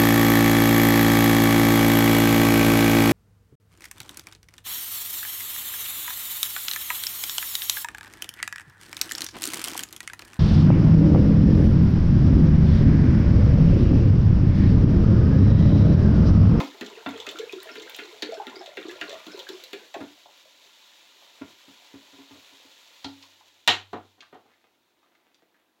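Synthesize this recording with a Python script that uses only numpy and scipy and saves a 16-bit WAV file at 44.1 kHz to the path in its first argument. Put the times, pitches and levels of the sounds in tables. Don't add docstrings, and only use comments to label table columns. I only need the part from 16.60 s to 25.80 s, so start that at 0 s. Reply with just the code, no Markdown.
import sys
import numpy as np
from scipy import signal
from scipy.fft import rfft, irfft
from scipy.io import wavfile
from scipy.ndimage import uniform_filter1d

SR = 44100
rng = np.random.default_rng(int(sys.argv[2]) if len(sys.argv) > 2 else 0)


def wav_record(signal):
    frames = np.transpose(np.atleast_2d(signal))
    bounded = np.clip(frames, -1, 1)
    quanta = np.round(bounded * 32767).astype(np.int16)
    wavfile.write(sys.argv[1], SR, quanta)


N = 405719
T = np.arange(SR // 2) / SR

# t/s, slap level/dB, slap centre f/Hz, gurgle level/dB, spray level/dB
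GULPS = [(0.001, -27, 1100, -36, -41), (0.210, -37, 1890, -34, -39), (0.461, -29, 1274, -34.5, -73),
         (0.666, -35, 2010, -40, -37.5), (0.925, -47.5, 1420, -57, -40.5), (1.089, -40, 2030, -45, -72),
         (1.155, -39.5, 2100, -45.5, -45.5), (1.387, -36, 2170, -44, -48),
         (1.623, -33.5, 1820, -33.5, -30.5), (1.868, -39, 2090, -40, -42), (2.170, -35, 2270, -35.5, -45.5),
         (2.412, -29, 1950, -40, -38.5), (2.666, -50, 1650, -40.5, -42.5), (2.889, -46, 1610, -43, -36.5),
         (3.131, -38, 2230, -36.5, -36.5), (3.341, -33.5, 1076, -36.5, -44.5)]
# f/Hz, gain/dB
SLAP_EQ = [(50, 2), (110, 8), (170, -11), (300, -6), (700, 6.5), (1100, -13), (2200, 6), (3000, 4),
           (4300, 3), (8000, -32), (16000, -55)]


def glugs(room):
    out = np.zeros(N)
    for s, slap_db, hz, gurgle_db, _ in GULPS:
        splash = clicks(5000, 0.68, size=len(T)) * fade(0.033) * (1 - fade(0.01))
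        slap = filt(eq(splash, SLAP_EQ), [hz / 1.93, hz * 1.09], "band", order=1)
        trapped = cluster(hz, spread=2.47, seconds=0.019, cycles=43, count=9)
        add(out, s, loudest(echo(unit(slap) + trapped, room), slap_db))
        gurgle = filt(cluster(330, spread=1.76, seconds=0.03, cycles=20.5, count=5), 280, "high")
        add(out, s, loudest(echo(gurgle, room), gurgle_db))
    return out


# t/s, f/Hz, level/dB
BIG_BUBBLES = [(0.003, 276, -30), (0.372, 433, -42), (0.467, 272, -32.5), (0.553, 410, -40),
               (0.601, 3440, -36), (0.758, 1370, -39), (0.795, 430, -29.5), (0.833, 466, -37),
               (0.895, 2500, -37), (0.932, 372, -32.5), (1.177, 408, -39), (1.420, 422, -42.5),
               (1.622, 4390, -30.5), (1.688, 456, -34.5), (1.722, 654, -33.5), (1.775, 410, -37),
               (1.799, 847, -30.5), (1.965, 366, -39), (2.010, 720, -42), (2.075, 585, -42),
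               (2.252, 338, -36), (2.483, 414, -42.5), (2.527, 630, -38), (2.743, 383, -37.5),
               (2.868, 1600, -41.5), (2.9, 365, -36.5), (3.352, 610, -37.5), (3.402, 292, -35)]


def plops(room):
    out = np.zeros(N)
    featured = [(s, hz, db, 19.6 * (hz / 404) ** 0.43) for s, hz, db in BIG_BUBBLES]
    bloops = strays(low_hz=324, high_hz=728, boost_db=10.5, cycles=33, count=2)
    pings = strays(low_hz=1503, high_hz=5330, boost_db=9.3, cycles=52, count=4)
    for s, hz, db, cycles in featured + bloops + pings:
        ring = np.zeros(len(T))
        add(ring, 0, bubble(hz, cycles, glide=0.053, swell=1.66))
        add(out, s, loudest(echo(ring, room), db))
    return out


def strays(low_hz, high_hz, boost_db, cycles, count):
    return [(s, low_hz * (high_hz / low_hz) ** rng.random(), db + boost_db, cycles)
            for s, db in wake(count)]


def wake(count, first_s=0.027, last_s=0.15, scatter_db=3):
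    cues = []
    for s, *_ in GULPS:
        for late, size in rng.random((count, 2)):
            born = s + first_s + late * (last_s - first_s)
            flow_db = np.interp(born, *np.transpose(FLOW))
            cues.append((born, flow_db + scatter_db * (2 * size - 1)))
    return cues


# t/s, patter level/dB, tick level/dB
SPLASHES = [(0.2618, -41, -63), (0.489, -41.5, -52), (0.601, -42, -62), (0.6893, -33, -62),
            (0.7132, -43.5, -49), (0.7876, -35.5, -47), (1.0307, -58, -44), (1.197, -42.5, -68),
            (1.2954, -43, -42.5), (1.3463, -36.5, -68), (1.364, -44, -43), (2.0604, -40, -68),
            (2.3118, -44, -57), (2.494, -39.5, -69), (2.5284, -44, -70), (2.7916, -38, -54),
            (3.0382, -40.5, -46)]
# f/Hz, gain/dB
SPRAY_EQ = [(200, -27), (700, -17), (2000, -13), (3700, 2.5), (5000, -8), (7300, -5.5), (8600, -24),
            (16000, -24.5)]


def spray(room):
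    out = np.zeros(N)
    with_gulps = [(s, db, db - 13.5) for s, *_, db in GULPS]
    for s, db, tick_db in with_gulps + list(SPLASHES):
        drops = clicks(3500, 2.6, size=len(T)) * fade(0.021)
        patter = unit(eq(drops, SPRAY_EQ))
        sparkle = undb(1) * cluster(3480, spread=1.31, seconds=0.012, cycles=36, count=5)
        add(out, s, loudest(echo(patter + sparkle, room), db))
        tick = filt(drops * fade(0.006), 8500, "high")
        add(out, s, loudest(echo(tick, room), tick_db))
    return out


def droplets(room, boost_db=8.5):
    out = np.zeros(N)
    for s, db in wake(count=2):
        tick = eq(rng.standard_normal(len(T)) * fade(0.03), SPRAY_EQ)
        add(out, s, loudest(echo(tick, room), db + boost_db))
    return out


# t/s, dry churn level between surges/dB
FLOW = [(0, -62.5), (0.55, -56), (1.1, -58.5), (1.75, -57), (2.5, -54.5), (2.8, -59), (3.5, -72.5),
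        (5.7, -65.5), (6.5, -72.5), (7.4, -81)]


def churn(room, count=4200):
    crowd = np.zeros(N)
    for when, pitch, length, strength in rng.random((count, 4)):
        hz = 340 * 13 ** (pitch ** 0.7)
        cycles = (11 + 30 * pitch) * (0.5 + length)
        gain = undb(-3.2 * np.log(strength + 0.025) - 1.5 * pitch)
        add(crowd, when * N / SR, gain * bubble(hz, cycles, glide=0.12, swell=0.5))
    drops = eq(clicks(440, 3.2, size=N), SPRAY_EQ)
    bed = unit(crowd) + unit(drops) * undb(-14)
    return echo(bed * curve(FLOW) * surge(), room)


def surge(swell_db=3, attack_s=0.044, hold_s=0.055, release_s=0.2, choke_db=0.5, choke_s=0.076):
    t = np.arange(N) / SR

    def at_gulps(corners):
        return np.max([np.interp(t - s, corners, [0, 1, 1, 0]) for s, *_ in GULPS], axis=0)

    swell = at_gulps(np.cumsum([0, attack_s, hold_s, release_s]))
    choke = at_gulps([-2 * choke_s, -choke_s, 0, attack_s])
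    return undb(swell_db * swell - choke_db * choke)


# t/s, level/dB, contact cut-off f/Hz, thud level/dB
FLOOR_HITS = [(7.0761, -12, 19000, -44), (7.331, -30.5, 1280, -34), (7.58, -63, 1400, -64),
              (7.727, -49.5, 1690, -50), (7.745, -46, 990, -61), (7.785, -71, 978, -72.5),
              (7.852, -61, 1206, -63)]
# f/Hz, relative level/dB, t60/s
WALL_MODES = [(430, -10.5, 0.14), (724.8, 1.5, 0.1), (733, 3.5, 0.21), (1001, -3, 0.11), (1496, -3, .16),
              (1872, 5, 0.21), (2378, -2.5, 0.14), (2775, 5, 0.2), (2860, 1.5, 0.18), (3080, 1.5, 0.26),
              (3120, -2.5, 0.22), (3340, 0, 0.21), (3621, 0.5, 0.2), (3790, 0.5, 0.22), (3903, 1, 0.2),
              (4062, 0.5, 0.19)]
# f/Hz, gain/dB
CRACK_EQ = [(40, -43), (100, -19), (150, -21.5), (420, -7), (600, -13), (720, -4), (1100, -9), (1350, -7),
            (2200, -7), (3100, -3), (4100, -3.5), (4900, -16), (7400, -17), (8700, -34.5), (11500, -28),
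            (15500, -35)]


def knocks():
    out = np.zeros(N)
    for s, db, contact_hz, thud_db in FLOOR_HITS:
        wall = sum(undb(mode_db) * np.sin(2 * np.pi * (hz * T + rng.random())) * fade(t60)
                   for hz, mode_db, t60 in WALL_MODES)
        crack = filt(eq(tiles(wet_db=12.5), CRACK_EQ), 15000, "low", order=1)
        tick = filt(rng.standard_normal(len(T)) * fade(0.013), [2700, 4600], "band", order=1)
        hit = loudest(crack, 0) + loudest(tick, -5) + loudest(wall * (1 - fade(0.005)), -4.5)
        softened = filt(hit, contact_hz, "low", order=4) + undb(-25.5) * hit
        add(out, s, loudest(softened, db))
        thud = filt(tiles(wet_db=8.5), [220, 430], "band")
        add(out, s, loudest(thud, thud_db))
    return out


# t/s, slap level/dB, ring level/dB, ring t60/s
BOTTLE_SHAKES = [(3.404, -37, -55, .1), (4.812, -39, -36.5, .1), (5.080, -54, -54, .16),
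                 (5.338, -48, -44, .2), (5.529, -57, -51, .15), (5.587, -54, -49, .24),
                 (5.708, -54, -50.5, .2), (5.75, -54, -52, .17), (5.923, -68, -61, .19),
                 (6.049, -66, -59, .08), (6.444, -39.5, -38.5, .4)]
# f/Hz, gain/dB
SLOSH_EQ = [(40, -53), (90, -5), (170, -8), (280, 1.5), (550, -8.5), (850, -12.5), (1300, -14.5),
            (2500, -21.5), (5000, -33), (16000, -60)]


def shakes(room):
    out = np.zeros(N)
    ring_hz = BOWL_MODES[0][0]
    for s, slap_db, ring_db, t60 in BOTTLE_SHAKES:
        slosh = clicks(4000, 3, size=len(T)) * fade(0.1) * (1 - fade(0.013))
        add(out, s, loudest(echo(eq(slosh, SLOSH_EQ), room), slap_db))
        ring = np.sin(2 * np.pi * ring_hz * T) * fade(t60) * (1 - fade(0.053))
        add(out, s, loudest(ring, ring_db))
    return out


# t/s, f/Hz, level/dB
LAST_DRIPS = [(3.655, 685, -49), (3.690, 666, -55), (3.853, 510, -57.5), (4.249, 1110, -70),
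              (4.62, 860, -59), (5.176, 950, -61), (6.634, 980, -57), (6.808, 860, -54.5)]


def drips(room):
    out = np.zeros(N)
    for s, hz, db in LAST_DRIPS:
        splat = cluster(hz, spread=1.6, seconds=0.014, cycles=19, count=4)
        add(out, s, loudest(echo(splat, room), db))
    return out


# t/s, level/dB, centre f/Hz, width/octaves
CRINKLES_AND_RING = [(6.444, -34, 4080, .33), (6.445, -37.5, 885, 0.12), (6.625, -47.5, 3980, 0.6),
                     (7.605, -47, 2693, 0.081), (7.607, -46, 3750, 0.44), (7.623, -50.5, 1170, 0.85),
                     (7.936, -64, 1704, 1.1), (8.041, -59, 480, 1.4), (8.429, -62, 1160, 0.17),
                     (8.551, -68, 1905, 0.83), (8.744, -59.5, 4220, 1), (8.821, -61.5, 340, 0.076),
                     (8.944, -63.5, 1650, 0.12)]


def crinkles_and_ring(room):
    out = np.zeros(N)
    for s, db, hz, octaves in CRINKLES_AND_RING:
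        edge_ratio = 2 ** (octaves / 2)
        burst = clicks(2500, 3.5, size=len(T)) * fade(0.04)
        tuned = filt(burst, [hz / edge_ratio, hz * edge_ratio], "band", order=1)
        add(out, s, loudest(echo(filt(tuned, 4900, "low"), room), db))
    return out


# t/s, level/dB
JOLTS = [(0.465, -55.5), (6.444, -54), (7.078, -43), (7.33, -49)]


def hums(hz=97.5):
    out, t = np.zeros(N), np.arange(2 * SR) / SR
    decay = fade(0.48, t) + 0.07 * fade(2.8, t)
    air = np.sin(2 * np.pi * hz * t) * decay * (1 - fade(0.025, t))
    for s, db in JOLTS:
        add(out, s, loudest(air, db))
    return out


# t/s, level/dB
FOAM_LEVEL = [(0.0, -41), (0.1, -53.5), (1.36, -52.5), (2.02, -55.5), (2.84, -50.5), (3.3, -54.5),
              (3.69, -56), (6.38, -54), (8.07, -74.5), (9.2, -78.5)]
# f/Hz, gain/dB
FIZZ_EQ = [(120, -66), (200, -31.5), (273, -12), (345, -18), (414, -24), (454, -21.5), (544, -3.5),
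           (653, -14), (957, -4), (1210, -10.5), (3750, 2), (4920, -7), (7220, -9), (8500, -20),
           (15500, -18.5)]


def fizz(room):
    flurry = curve([(s, 0.9 * rng.standard_normal()) for s in np.arange(0, N / SR, 0.04)])
    bursts = eq(clicks(9000, 2.4, size=N) * flurry, FIZZ_EQ)
    return unit(echo(bursts, room)) * curve(FOAM_LEVEL)


# t/s, level/dB
RUB_LEVEL = [(7.75, -86.5), (7.91, -65), (8.05, -73.5), (8.2, -80.5), (8.38, -80), (8.5, -73), (8.75, -74),
             (9.2, -82.5)]


def rubbing(room):
    slips = filt(clicks(260, 3, size=N), [386, 2400], "band")
    return unit(echo(slips, room)) * curve(RUB_LEVEL)


# f/Hz, peak gain/dB, t60/s
BOWL_MODES = [(276, -17.5, 0.14), (458, 3.5, 0.45), (640, -3, 0.054), (719.6, 1, 0.31), (885, 2, 0.046),
              (1383, 9.5, 0.15), (1387, 3, 0.36), (1650, -7.5, 0.22), (2110, -3, 0.027), (2697, 1.5, 0.043),
              (3560, 1.5, 0.04)]


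def bowl(room):
    ring = sum(undb(db) * np.cos(2 * np.pi * hz * T) * 2 * fade(t60) / fade(t60).sum()
               for hz, db, t60 in BOWL_MODES)
    return room + ring


def tiles(wet_db, low_t60_s=0.24, treble_t60_s=0.065):
    noise = rng.standard_normal(len(T))
    low = filt(noise, 4900, "low", order=1)
    onset = np.minimum(T / 0.0031, 1)
    tail = (low * fade(low_t60_s) + (noise - low) * fade(treble_t60_s)) * onset
    return (T == 0) + undb(wet_db) * tail / np.linalg.norm(tail)


# f/Hz, gain/dB
ROOM_EQ = [(24, -50), (40, -17.5), (154, -11), (333, 4), (472, -8), (548, -5), (973, -7), (1380, -14),
           (3560, -20.5), (8730, -24), (15500, -19.5)]


def room_tone(db=-72.5):
    return unit(eq(rng.standard_normal(N), ROOM_EQ)) * undb(db)


def bubble(hz, cycles, glide, swell):
    age = np.linspace(0, 1, int(SR * cycles / hz) + 2)
    turns = cycles * age
    attack = 1 - np.exp(-(turns / swell) ** 2)
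    return np.sin(2 * np.pi * turns * (1 + glide * age / 2)) * fade(1, age) * attack


def cluster(hz, spread, seconds, cycles, count):
    out = np.zeros(len(T))
    for late, pitch in rng.random((count, 2)):
        ring = bubble(hz * spread ** (pitch - 0.5), cycles, glide=0.164, swell=0.27)
        add(out, seconds * late, undb(-12 * late) * ring)
    return unit(out)


def clicks(per_s, spread_db, size):
    hit = rng.random(size) < per_s / SR
    return hit * rng.choice([-1, 1], size) * undb(spread_db * np.minimum(rng.exponential(size=size), 6))


def undb(db):
    return 10 ** (np.asarray(db) / 20)


def curve(rows):
    return undb(np.interp(np.arange(N) / SR, *np.transpose(rows)))


def unit(x):
    return x / np.std(x)


def loudest(x, db):
    return x * undb(db) / np.sqrt(uniform_filter1d(x * x, size=441).max() + 1e-18)


def fade(t60, t=T):
    return np.exp(-np.log(1000) * t / t60)


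def add(out, s, x):
    i = min(max(int(s * SR), 0), len(out))
    out[i:i + len(x)] += x[:len(out) - i]


def filt(x, hz, kind, order=2):
    return signal.sosfilt(signal.butter(order, hz, kind, fs=SR, output="sos"), x)


def eq(x, points, size=2048):
    hz, db = np.transpose(points)
    bin_hz = np.fft.rfftfreq(size, 1 / SR)
    gain = undb(np.interp(np.log(bin_hz + 1), np.log(hz), db))
    cepstrum = irfft(np.log(gain))
    cepstrum[1:size // 2] *= 2
    cepstrum[size // 2 + 1:] = 0
    return echo(x, irfft(np.exp(rfft(cepstrum))))


def echo(x, response):
    return signal.fftconvolve(x, response)[:len(x)]


def scene():
    in_bowl, in_room = bowl(tiles(wet_db=-4)), tiles(wet_db=-3.5)
    liquid = glugs(in_bowl) + plops(tiles(wet_db=-3.5)) + spray(in_bowl) + droplets(in_bowl)
    liquid += churn(in_bowl) + drips(in_bowl) + fizz(tiles(wet_db=-12.5))
    handling = shakes(in_bowl) + knocks() + hums() + crinkles_and_ring(in_room) + rubbing(in_room)
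    return (liquid + handling + room_tone())[None]


def record(dry, low_cut_hz=45, high_cut_hz=15900):
    rounded = np.tanh(filt(dry, low_cut_hz, "high"))
    return signal.sosfilt(signal.ellip(10, 0.2, 70, high_cut_hz, fs=SR, output="sos"), rounded)


dry = scene()
out = record(dry)
wav_record(out)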